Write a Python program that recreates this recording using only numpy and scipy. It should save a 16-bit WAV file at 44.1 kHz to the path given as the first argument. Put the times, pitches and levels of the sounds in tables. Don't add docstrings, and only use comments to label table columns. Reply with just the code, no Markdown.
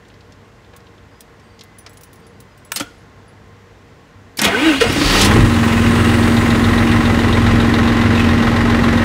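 import sys
import numpy as np
from scipy import signal
from scipy.fft import rfft, irfft, next_fast_len
from scipy.io import wavfile
from scipy.ndimage import uniform_filter1d

SR = 44100
rng = np.random.default_rng(int(sys.argv[2]) if len(sys.argv) > 2 else 0)


def amplitude_ratio(level_db):
    exponent = np.asarray(level_db, float) / 20
    return 10 ** exponent


def unload_audio(sound):
    columns = np.transpose(np.atleast_2d(sound))
    steps = np.round(np.clip(columns, -1, 1) * 32767)
    wavfile.write(sys.argv[1], SR, steps.astype(np.int16))


N = 398663
T = np.arange(N) / SR

# frequency in Hz, density in dB per Hz.
HALL_SPECTRUM = [(18, -51), (30, -25), (48, -4), (96, -4), (254, -8.5), (322, -11.5), (419, -12),
                 (478, -7.5), (517, -15.5), (899, -16.5), (999, -21), (1610, -18), (2260, -23.5),
                 (7410, -37), (16300, -77)]
# frequency in Hz, width in Hz, lift in dB.
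HALL_PEAKS = [(1063, 83, 2), (1870, 38, -13), (2030, 40, -6)]
# frequency in Hz, level in dB.
HUM = [(99.5, -54.5), (447, -64), (472, -64), (597, -66)]

# start in seconds, peak in dB, centre in Hz.
KEYS = [(.0498, -45, 3450), (.0827, -46, 5000), (.1, -41.5, 3140), (.1396, -45, 3710), (.2069, -42, 3550),
        (.3212, -40, 4000), (.6449, -43, 3220), (.7632, -34, 8800), (.8031, -47, 3820), (.8669, -42, 3230),
        (.9792, -45, 3220), (1.2056, -30.5, 6500), (1.397, -46, 4340), (1.5914, -36, 3940),
        (1.609, -29, 3760), (1.6352, -38.5, 6960), (1.785, -36, 10400), (1.863, -29, 3950),
        (1.8941, -43, 7840), (1.9315, -43, 10400), (1.9706, -36, 5210), (2.0093, -37, 8500),
        (2.0334, -33, 13000), (2.1296, -36.5, 12800), (2.1565, -45, 6070), (2.2667, -45, 5260),
        (2.402, -35, 6500), (2.575, -45, 8460), (2.593, -49, 3275), (2.6484, -42, 10430)]
# frequency in Hz, level in dB against the tick.
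CHAIN = [(6050, -22), (8450, -22), (10300, -20), (15450, -18)]
# start in seconds, peak in dB, frequency in Hz.
JINGLES = [(.45, -68, 8400), (1.784, -35, 10350), (1.784, -52, 15500), (1.79, -57, 13700),
           (1.894, -52, 7850), (1.894, -50, 10900), (1.931, -55, 10350), (1.971, -59, 10350),
           (2.009, -59, 8500), (2.034, -51, 12900), (2.16, -56, 10350), (2.19, -59, 8600),
           (2.267, -51, 10440), (2.575, -59, 8450), (2.648, -47, 10350), (2.648, -54, 7800),
           (2.805, -40, 15400), (2.835, -52, 15600), (2.2, -60, 14200), (2.3, -63, 10350),
           (3.28, -52, 10300)]
# start in seconds, peak in dB, frequency in Hz, T60 in seconds.
RINGS = [(2.762, -20, 4900, .03), (2.73, -44, 10300, .2), (2.719, -27, 15500, .08),
         (2.719, -22, 5970, 0.02), (2.76, -21, 9200, .035), (2.76, -24, 14300, .04),
         (2.766, -27, 11100, .035), (2.798, -26, 7600, .035), (2.83, -38, 1380, 0.1),
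         (2.862, -42, 1440, .14), (2.824, -39, 3350, .12), (4.372, -28, 4620, .06), (4.378, -30, 2300, .05),
         (4.416, -15, 5900, .03), (2.98, -59, 10250, .1), (2.724, -34, 1500, 0.08),
         (2.772, -20, 4300, 0.046), (2.802, -26, 3280, .1), (2.804, -30, 3130, .1),
         (2.806, -18.5, 1390, 0.059), (4.39, -15, 5330, 0.04), (4.45, -11, 3350, 0.1),
         (4.419, -20, 2100, .07), (4.474, -13, 3330, 0.044), (4.812, -18, 1370, .1), (4.812, -9, 456, 0.2),
         (5.246, -19, 9880, .06), (4.6, -43, 10900, 0.28), (4.812, -19, 2800, .05),
         (4.445, -15, 3750, 0.11), (4.546, -14.5, 1520, 0.12), (4.645, -23, 1260, 0.23),
         (4.69, -14, 1520, .08), (4.81, -14, 1850, .08)]
# start in seconds, length in seconds, level in dB, frequency in Hz.
SLIDES = [(1.1, .18, -66, 4950), (1.4, .24, -66, 4680), (1.44, .17, -73, 8400), (1.5, .36, -61, 2040),
          (1.79, .04, -62, 6050), (2.18, .14, -74, 5300), (2.22, .2, -67, 4700), (2.5, .2, -72, 5000),
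          (2.5, .2, -66, 1530), (3.18, .2, -73, 4800)]
# start in seconds, peak in dB, centre in Hz.
SHAKEN_KEYS = [(4.925, -23, 10000), (5.07, -33, 14620), (5.12, -24, 12440), (5.16, -34, 15000),
               (5.648, -34, 15230), (5.73, -35, 14800), (5.795, -43, 14550), (6.345, -38, 11540)]

# start in seconds, peak in dB, centre in Hz, body in dB, body in Hz.
RELAYS = [(0.734, -38, 1500, -36, 480), (.752, -46, 1100, -42, 1100), (1.862, -31, 1200, -46, 450),
          (2.7595, -12.5, 5800, -36, 260), (2.7605, -20.5, 1500, -32, 500), (2.756, -33, 5500, -50, 400),
          (2.771, -18, 4500, -29, 200), (2.783, -26, 2200, -32, 300), (2.8, -25, 640, -31, 820),
          (2.798, -15.5, 4100, -22, 562), (2.808, -18.5, 1350, -16, 300), (2.815, -30, 6000, -30, 700),
          (2.808, -45, 900, -27, 110)]
LATCH = [
    (2.7185, -11, 6400, -43, 530),
    (2.7184, -8, 1250, -55, 530),
    (2.7186, -13, 5500, -55, 530),
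]
SOLENOID = [
    (4.3706, -24, 8500, -44, 355),
    (4.371, -33, 3300, -45, 355),
    (4.8096, -13, 2600, -14, 461),
    (5.013, -11, 1500, -5.5, 304),
]
PINION = [(4.386, -20, 5200, -17, 290), (4.3909, -9, 2970, -18, 290), (4.442, -12, 5500, -19, 213),
          (4.448, -15, 9500, -30, 213), (4.4152, -9, 6000, -8, 216), (4.461, -28, 900, -16, 76),
          (4.481, -22, 3300, -25, 403), (4.434, -9, 2510, -11, 211), (4.4506, -9.5, 3330, -8.5, 420),
          (4.4744, -14, 2080, -9.5, 678), (4.8398, -19, 2000, -4.5, 460)]
FIRINGS = [(4.897, -15, 1870, -10, 313), (4.9592, -20, 1890, -6, 305), (5.2133, -7, 4350, -19, 245),
           (5.18, -21, 3000, -10, 300), (5.247, -10.5, 4800, -6.5, 302), (4.39, -19, 1100, -26, 120),
           (5.058, -14, 2400, -13, 300), (5.1, -15, 1900, -14, 280), (5.136, -19, 1600, -14, 300),
           (5.3, -20, 1500, -14, 245), (5.335, -21, 3200, -14, 300), (5.401, -31, 3400, -8, 322),
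           (5.36, -21, 1000, -5.5, 343), (5.722, -21, 1800, -17, 307)]
BLOW_T60_S = [0.021, 0.059, 0.09, 0.053, 0.075]
# start in seconds, peak in dB,
# frequency in Hz, T60 in seconds.
HEAVES = [(4.66, -22, 45, 0.22), (4.78, -20, 78, .3), (4.8, -20, 42, .3), (4.89, -17, 44, 0.26),
          (4.96, -19, 42.2, .25), (5.04, -13.5, 48, .3), (0.739, -39, 180, 0.11), (4.15, -40, 100, .6)]

# time in seconds, engine cycles in Hz.
CRANKING = [
    (4.36, 1.0),
    (4.8, 2.9),
    (4.95, 5.6),
    (5.03, 5.2),
]
# time in seconds, pitch in Hz.
SPEED = [
    (5.08, 211),
    (5.16, 194.4),
    (5.27, 199.4),
    (5.4, 240.3),
    (5.64, 229.4),
    (5.93, 233.2),
    (9.04, 233.2),
]
# time in seconds, load in dB, harshness of metal contact in dB.
ENGINE = [(4.4, -19.5, -7), (4.456, -16, 7), (4.5, -19.5, -1.5), (4.582, -22, 4.5), (4.686, -19, 4.5),
          (4.76, -22.5, 6.5), (4.8, -31, 11), (4.81, -18.5, 11.5), (4.854, -20.5, 2.5), (4.88, -22, 5.5),
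          (5.168, -15.5, 3.5), (5.248, -20.5, 10), (5.292, -20, -1), (5.37, -19, -3.5), (5.43, -23.5, 1),
          (5.56, -25, 2), (5.72, -22.5, -0.5), (9.04, -22.5, -1)]
# multiple of the firing rate, level in dB.
FIRING_ORDERS = [(1, -39), (2, -5), (3, -40), (4, 3), (4.96, 0), (6, -10), (7, -30), (8, -11), (9, -20.5),
                 (10, -21), (11, -28.5), (12, -11), (13, -17), (14, -4), (15, -16), (16, -13)]
# time in seconds, lift in dB of the 2nd order, of the 4th, of the 5th.
ROCKING = [(4.95, 8, -10, -5), (5.15, 15, -7, 0), (5.3, 4, -9, 3), (5.42, 11, -3, 3), (5.52, 0, 3, 5),
           (5.64, -10, -3, 2.5), (5.75, 2, -3, -0.5)]
# dB in the housing, dB in the clatter, dB in the injector ring.
KNOCKS = [(-2, -1, 0), (-3, -7, -20), (0, -2, -11), (-7, -8, -20), (-1, -3, -10), (-4, -7, -18)]
# frequency in Hz, density in dB per Hz.
HOUSING = [(18, -41), (30, -9.5), (96, 0.5), (180, -3.5), (234, -3), (282, -5.5), (638, -22.5),
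           (923, -23.5), (1050, -15), (1170, -21.5), (1930, -22.5), (2510, -26.5), (3730, -30),
           (15100, -55.5), (16300, -73)]
# frequency in Hz, width in Hz, lift in dB.
PANELS = [(469, 1.9, 21), (570, 7.8, 4), (816, 81, 3), (1084, 12, -22), (1280, 25, 4.5), (1395, 63, -20),
          (1530, 35, -12), (1717, 12, 5), (1884, 60, 4.5), (2013, 54, -0.5), (2764, 55, -1),
          (3880, 270, -16), (4300, 4.2, -23)]
# frequency in Hz, density in dB per Hz.
GRIND = [(180, 10), (300, 8), (386, -3.5), (626, -7.5), (716, -7), (1520, -9.5), (2820, -5.5),
         (4300, -14.5), (8090, -29), (16300, -61)]
# frequency in Hz, width in Hz, lift in dB.
GRIND_PEAKS = [(1280, 36, -10), (1520, 76, 2), (1877, 59, 2), (2127, 27, 2), (2480, 42, -4), (2870, 55, 2),
               (3300, 80, -5)]
# time in seconds, level in dB.
FUEL_PIPE = [(5.95, -45), (6.2, -29), (7.9, -27.5), (8.0, -32), (9.04, -34)]
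# frequency in Hz, density in dB per Hz.
HISS = [(2940, -6), (5000, -8.5), (9900, -8), (12300, -16.5), (15200, -16), (16100, -16), (16300, -32)]
# frequency in Hz, width in Hz, lift in dB.
HISS_PEAKS = [(6700, 320, 10), (7200, 90, 8), (7900, 200, 9), (8200, 80, 8), (8750, 70, 12), (9800, 60, 10),
              (11000, 160, 2), (15500, 200, 8)]

# time in seconds, pitch in Hz, level in dB, octave in dB.
MESH = [(4.47, 183.5, -25, -65), (4.538, 200.4, -35, -17.5), (4.6, 262.5, -21, -27), (4.62, 285, -19, -35),
        (4.65, 319.4, -14, -33), (4.662, 327.5, -11.5, -28), (4.71, 299.5, -14, -26),
        (4.734, 267.8, -21, -27), (4.796, 270.4, -20.5, -60), (4.818, 249, -35, -12), (4.87, 237, -45, -30)]
# multiple of its pitch, level in dB against the grind.
MESH_UPPER = [(3, -17), (4, -13), (5, -13), (6, -17), (7, -13), (9, -8), (12, -15)]
# time in seconds, pitch in Hz, level in dB.
WHINE = [(4.72, 2350, -40), (4.742, 2650, -24), (4.756, 3300, -24), (4.77, 3850, -25), (4.79, 4350, -32),
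         (4.815, 4850, -33), (4.845, 5450, -37), (4.87, 5800, -50)]
WHINE_AGAIN = [(4.82, 4200, -45), (4.86, 4750, -32), (4.9, 5300, -34), (4.93, 5700, -32), (4.97, 6100, -48)]
# time in seconds, level in dB.
OVERRUN = [(4.9, -35), (5.02, -24.5), (5.12, -23), (5.22, -17.5), (5.27, -27), (5.3, -36), (5.42, -50)]
# time in seconds, level in dB.
CHATTER = [(5.25, -22), (5.45, -36), (5.6, -33.5), (5.72, -29.5), (5.9, -31.5), (6.15, -34), (6.4, -42.5),
           (7.4, -36), (9.04, -41)]
# frequency in Hz, half width in Hz, level in dB.
COVER = [(2480, 50, -8), (2570, 81, 6.5), (2680, 43, -5), (2794, 45, 3.5), (2820, 37, -7), (2960, 56, 2),
         (3290, 60, -3)]


def level(x, db):
    return x * amplitude_ratio(db) / np.sqrt(np.mean(x ** 2))


def curves(table):
    s, *columns = np.transpose(table)
    return [np.interp(T, s, c) for c in columns]


def colour(x, points, peaks=(), peak_db=0.):
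    size = next_fast_len(len(x))
    hz = np.arange(size // 2 + 1) * SR / size + 1
    point_hz, point_db = np.transpose(points)
    db = np.interp(np.log(hz), np.log(point_hz), point_db)
    lift = 1 + sum(amplitude_ratio(peak_db + .5 * d) / (1 + (2 * (hz - f) / w) ** 2) for f, w, d in peaks)
    return irfft(rfft(x, size) * amplitude_ratio(db) * lift, size)[:len(x)]


def band(x, lo_hz, hi_hz, order=3):
    sos = signal.butter(order, [lo_hz, min(hi_hz, .45 * SR)], "bandpass", fs=SR, output="sos")
    return signal.sosfilt(sos, x)


def walk(rate):
    k = int(SR / rate)
    steps = np.repeat(rng.standard_normal(N // k + 1), k)
    return 1.4 * uniform_filter1d(uniform_filter1d(steps, k), k)[:N]


def tone(hz, db, wobble_db, rate):
    return np.sqrt(2) * amplitude_ratio(db + wobble_db * walk(rate)) * np.sin(2 * np.pi * np.cumsum(hz) / SR)


def hump(s, width_s):
    return np.exp(-((T - s) / width_s) ** 2)


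def add(out, s, burst):
    i = int(s * SR)
    out[i:i + len(burst)] += burst[:N - i]


def fade(t60, size=12000, rise=.0003):
    t = np.arange(size) / SR
    return (1 - np.exp(-t / rise)) * 1000. ** (-t / max(t60, .003))


def crack(peak_db, hz, t60, spread, order=2):
    spread = max(spread, 1.005)
    burst = band(rng.standard_normal(12000), hz / spread, hz * spread, order=order)
    return level(burst, peak_db - 2.0) * fade(t60, rise=0.00087)


def ring(hz, t60, rise=0.00062, droop=0.):
    t = np.arange(12000) / SR
    pitch = hz * (1 - droop * np.minimum(t / t60, 1))
    return np.sin(2 * np.pi * np.cumsum(pitch) / SR) * fade(t60, rise=rise)


def hall():
    wash = colour(rng.standard_normal(N), HALL_SPECTRUM, HALL_PEAKS, peak_db=3.5)
    octaves = 40 * 2 ** np.arange(3)
    wash = wash + sum(.12 * walk(9) * band(wash, lo, 2 * lo, order=1) for lo in octaves)
    wash = level(wash, 0) * amplitude_ratio(-44 - 0.3 * walk(0.63) - 1.36)
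    hum = sum(tone(np.full(N, 1. * f), db, 2.5, 7) for f, db in HUM)
    mic_hiss = level(band(rng.standard_normal(N), 100, 9000, order=1), -67.5)
    return wash + hum + mic_hiss


def keys():
    out = np.zeros(N)
    for s, db, hz in KEYS:
        spread = 1.3 * (hz / 3300) ** 0.9
        add(out, s, crack(db, hz, 0.041, spread))
        if hz > 5100 and s > 1.7:
            add(out, s + .021, crack(db - 10, hz, 0.0098, spread))
            for link_hz, link_db in CHAIN:
                chance_db = 5 * rng.standard_normal() - 2
                add(out, s, crack(db + link_db + chance_db, link_hz, .11, 1.01))
    for s, db, hz in SHAKEN_KEYS:
        add(out, s, crack(db, hz, .06, 1.03 if s > 5.3 else 1.5, order=1))
    return out


def ringing_metal():
    out = np.zeros(N)
    jingles = [(s, db, hz, 0.11 * (1e4 / hz) ** 2.6) for s, db, hz in JINGLES]
    for s, db, hz, t60 in jingles + RINGS:
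        pair = ring(hz, t60) + .4 * ring(1.008 * hz, t60)
        add(out, s, amplitude_ratio(db) * (pair + .55 * crack(0, hz, t60, 1.03)))
    return out


def blows():
    out = np.zeros(N)
    for kind, t60 in zip([LATCH, RELAYS, SOLENOID, PINION, FIRINGS], BLOW_T60_S):
        order = 4 if kind is LATCH else 2
        for s, db, hz, body_db, body_hz in kind:
            droop = .25 * (s > FIRINGS[0][0] - .01)
            boom = ring(body_hz, 1.6 * t60, rise=.004, droop=droop)
            boom = boom + .2 * crack(6, body_hz, 1.4 * t60, spread=1.6)
            add(out, s, crack(db, hz, t60, spread=2.02, order=order) + amplitude_ratio(body_db) * boom)
    return out


def heaves():
    out = np.zeros(N)
    for s, db, hz, t60 in HEAVES:
        add(out, s, amplitude_ratio(db) * ring(hz, t60, rise=0.013))
    return out


def slides():
    out = 0
    for s, length, db, hz in SLIDES:
        on = np.interp(T, [s - .02, s + .02, s + .7 * length, s + length], [0, 1, .8, 0])
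        out = out + on * tone(hz * (1 + .008 * walk(150)), db - 1, 4, 60)
    return out


def spring():
    on = np.interp(T, (2.722, 2.73, 2.758, 2.763), [0, 1, 1, 0])
    return on * tone(np.full(N, 8450.), -36, 1, 60)


def crank_angle():
    drum_order, strong_knock_s = 32, 8.010
    rate = curves(CRANKING + [(s, hz / drum_order) for s, hz in SPEED])[0]
    cycle = np.cumsum(rate) / SR
    return cycle - cycle[int(strong_knock_s * SR)]


def repeating(cycle, likeness):
    samples = 6048
    likeness = np.clip(likeness, 0, .99)
    rows = signal.lfilter([1], [1, -likeness], rng.standard_normal((80, samples)), axis=0)[30:]
    turns = cycle - np.floor(cycle[0])
    return level(rows[turns.astype(int), (turns % 1 * samples).astype(int)], 0)


def knocking(cycle, caught):
    slot, after = np.floor(6 * cycle).astype(int), 6 * cycle % 1
    stroke = amplitude_ratio(rng.standard_normal(400))[slot - slot[0]] * caught
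    stroke = stroke * (1 - np.exp(-after / .13)) * np.exp(-after / .75)
    return [amplitude_ratio(np.array(column))[slot % 6] * stroke for column in zip(*KNOCKS)]


def thump(turn, caught, fresh, same):
    db = np.interp(T, (5.17, 4.86), [-27, -16])
    db = db + 6 * hump(5.4, .09)
    db = db - 2 * hump(5.52, 0.13)
    rock = dict(zip([2, 4, 4.96], curves(ROCKING)))
    orders = 0
    for k, order_db in FIRING_ORDERS:
        strength = amplitude_ratio(order_db + rock.get(k, 0) + 2.2 * walk(6))
        orders = orders - strength * np.cos(3 * k * turn + .35 * rng.standard_normal())
    low = level(band(colour(0.68 * fresh + 0.49 * caught * same, HOUSING), 21.4, 435, order=4), 0)
    low = low + amplitude_ratio(4.0) * caught * level(orders, 0)
    return amplitude_ratio(db - 4.0) * np.interp(T, [4.4, 4.5], [.1, 1]) * low


def drumming(turn):
    strength = np.sqrt(2) * amplitude_ratio(-16 + 0.5 * walk(15))
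    return -strength * np.cos(32 * turn) * np.interp(T, [5.08, 5.36], [0, 1])


def roar_and_clatter(roar_db, clatter_db, knock, caught, fresh, same):
    roar = (.7 * rng.standard_normal(N) + .7 * caught * same) * (1 + 2.8 * knock[0])
    clatter = (rng.standard_normal(N) + .4 * caught * same) * (1 + 2.6 * knock[1])
    grind = colour(fresh, GRIND, GRIND_PEAKS, peak_db=3)
    grinding = np.interp(T, [4.78, 5.0], [1, 0])
    out = 0
    for x, lo, hi, db in [(roar, 380, 2300, roar_db + 0.5), (clatter, 2300, 17000, clatter_db - .1)]:
        running = level(band(colour(x, HOUSING, PANELS, peak_db=-0.5), lo, hi), 0)
        starting = level(band(grind, lo, hi), 0)
        out = out + amplitude_ratio(db) * (np.sqrt(grinding) * starting + np.sqrt(1 - grinding) * running)
    return out


def fuel_pipe(cycle):
    pipe_hz, pipe_t60 = 3700, .1
    out = np.zeros(N)
    db, chance = curves(FUEL_PIPE)[0], rng.standard_normal((80, 2))
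    for i, (a, b) in zip(np.flatnonzero(np.diff(np.floor(cycle)) > 0), chance):
        hz = pipe_hz * (1 + .008 * a)
        pipe = .9 * ring(hz, pipe_t60, rise=.003) + crack(-1, hz, .09, 1.12) + .4 * ring(.88 * hz, .06)
        add(out, i / SR + .002, amplitude_ratio(db[i] + 7 + .7 * b) * pipe)
        tappet = crack(-20 + 2 * a, 2040, .06, 1.15)
        add(out, i / SR + .046, tappet * (i > 5.6 * SR))
    return out


def hissing(knock):
    air = colour(rng.standard_normal(N), HISS, HISS_PEAKS, peak_db=-4.5) * (1 + .5 * knock)
    lows = 4000 * 1.25 ** np.arange(6)
    swells = sum(.2 * walk(5) * band(air, lo, 1.25 * lo, order=2) for lo in lows)
    return level(air + swells, 0)


def engine():
    cycle = crank_angle()
    turn = 2 * np.pi * (cycle + .073)
    caught = np.interp(T, [4.95, 5.3], [0, 1])
    roar_db, harsh_db = curves(ENGINE)
    clatter_db = roar_db - 7.5 + harsh_db
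    hiss_db = roar_db - 9 + 0.89 * harsh_db - 4 * (1 - caught)
    hiss_db = hiss_db + np.clip(-7 * (T - 6.33), -13, 0)
    knock = knocking(cycle, caught)
    fresh, same = rng.standard_normal(N), repeating(cycle, 0.89)
    low = thump(turn, caught, fresh, same)
    upper = roar_and_clatter(roar_db, clatter_db, knock, caught, fresh, same)
    injector = level(band(1.5 * same + fresh, 3550, 3950, order=1), 0)
    injector = amplitude_ratio(clatter_db - 2) * knock[2] * injector + fuel_pipe(cycle)
    hiss = amplitude_ratio(hiss_db - 2.5) * hissing(knock[1])
    on = np.interp(T, [4.385, 4.39, 4.414, 4.42], [0, .5, .5, 1])
    body = on * (low + upper + injector + hiss)
    return body + drumming(turn) + chatter(knock[0]) + snaps(cycle, roar_db)


def starter():
    hz, db, octave_db = curves(MESH)
    first, last = MESH[0][0], MESH[-1][0]
    on = np.interp(T, [first - .02, first, last, last + 0.025], [0, 1, 1, 0])
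    teeth = tone(hz * (1 + .012 * walk(90)), db, 2.5, 50)
    teeth = teeth + tone(2 * hz * (1 + .012 * walk(90)), octave_db - 1, 2.5, 50)
    grind_db = curves(ENGINE)[0]
    for k, d in MESH_UPPER:
        partial_db = grind_db + d + (hz - 300) / 20
        teeth = teeth + tone(k * hz * (1 + .009 * walk(300)), partial_db, 4, 40)
    out = on * teeth
    for sweep in (WHINE, WHINE_AGAIN):
        hz, db = curves(sweep)
        sounding = (T > sweep[0][0]) * (T < sweep[-1][0])
        out = out + sounding * tone(hz * (1 + .01 * walk(400)), db - 2.5, 2, 150)
    return out


def overrun():
    noise = rng.standard_normal(N)
    rasp = amplitude_ratio(curves(OVERRUN)[0]) * level(band(noise, 2600, 5600, order=2), 0)
    sing = amplitude_ratio(-29) * hump(5.11, .1) * level(band(noise, 4500, 4600, order=1), 0)
    return (rasp + sing) * (T > OVERRUN[0][0]) * (T < OVERRUN[-1][0])


def chatter(knock):
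    shaken = rng.standard_normal(N) * (0.5 + 1.6 * knock)
    modes = 0
    for hz, w, db in COVER:
        modes = modes + amplitude_ratio(db + 5.5 * walk(18)) * level(band(shaken, hz - w, hz + w, order=1), 0)
    return level(modes, 0) * amplitude_ratio(curves(CHATTER)[0]) * np.interp(T, [5.05, 5.2], [0, 1])


def snaps(cycle, load_db):
    kicks, at = np.zeros(N), np.flatnonzero(np.diff(np.floor(6 * cycle)) > 0)
    at = at[(at > 5.05 * SR) & (at < N - 600)]
    chance = rng.standard_normal((400, 2))[:len(at)]
    lag_s = .004 + .0015 * chance[:, 1]
    kicks[at + (lag_s * SR).astype(int)] = -amplitude_ratio(load_db[at] + 9 + 4 * chance[:, 0])
    return 5 * band(kicks, 350, 2000, order=2)


def scene():
    hits = keys() + ringing_metal() + blows() + heaves() + spring()
    tail = band(rng.standard_normal(12000), 170, 5000, order=1)
    tail = tail * (fade(0.17, rise=0.0028) + 0.14 * fade(1.0, rise=.01))
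    wet = signal.fftconvolve(hits, amplitude_ratio(-16.5) * tail / np.sqrt(np.sum(tail ** 2)))[:N]
    return (hall() + hits + wet + slides() + engine() + starter() + overrun())[None]


def roll_off(x):
    return signal.sosfilt(signal.butter(12, 16480, fs=SR, output="sos"), x)


def record(dry):
    dry = signal.sosfilt(signal.butter(4, 33, "highpass", fs=SR, output="sos"), dry)
    rounded = dry / (1 + np.abs(dry / .98) ** 6) ** (1 / 6)
    rounded = signal.sosfilt(signal.ellip(7, .5, 32, 15680, fs=SR, output="sos"), rounded)
    finished = .97 * rounded
    return roll_off(finished)


dry = scene()
out = record(dry)
unload_audio(out)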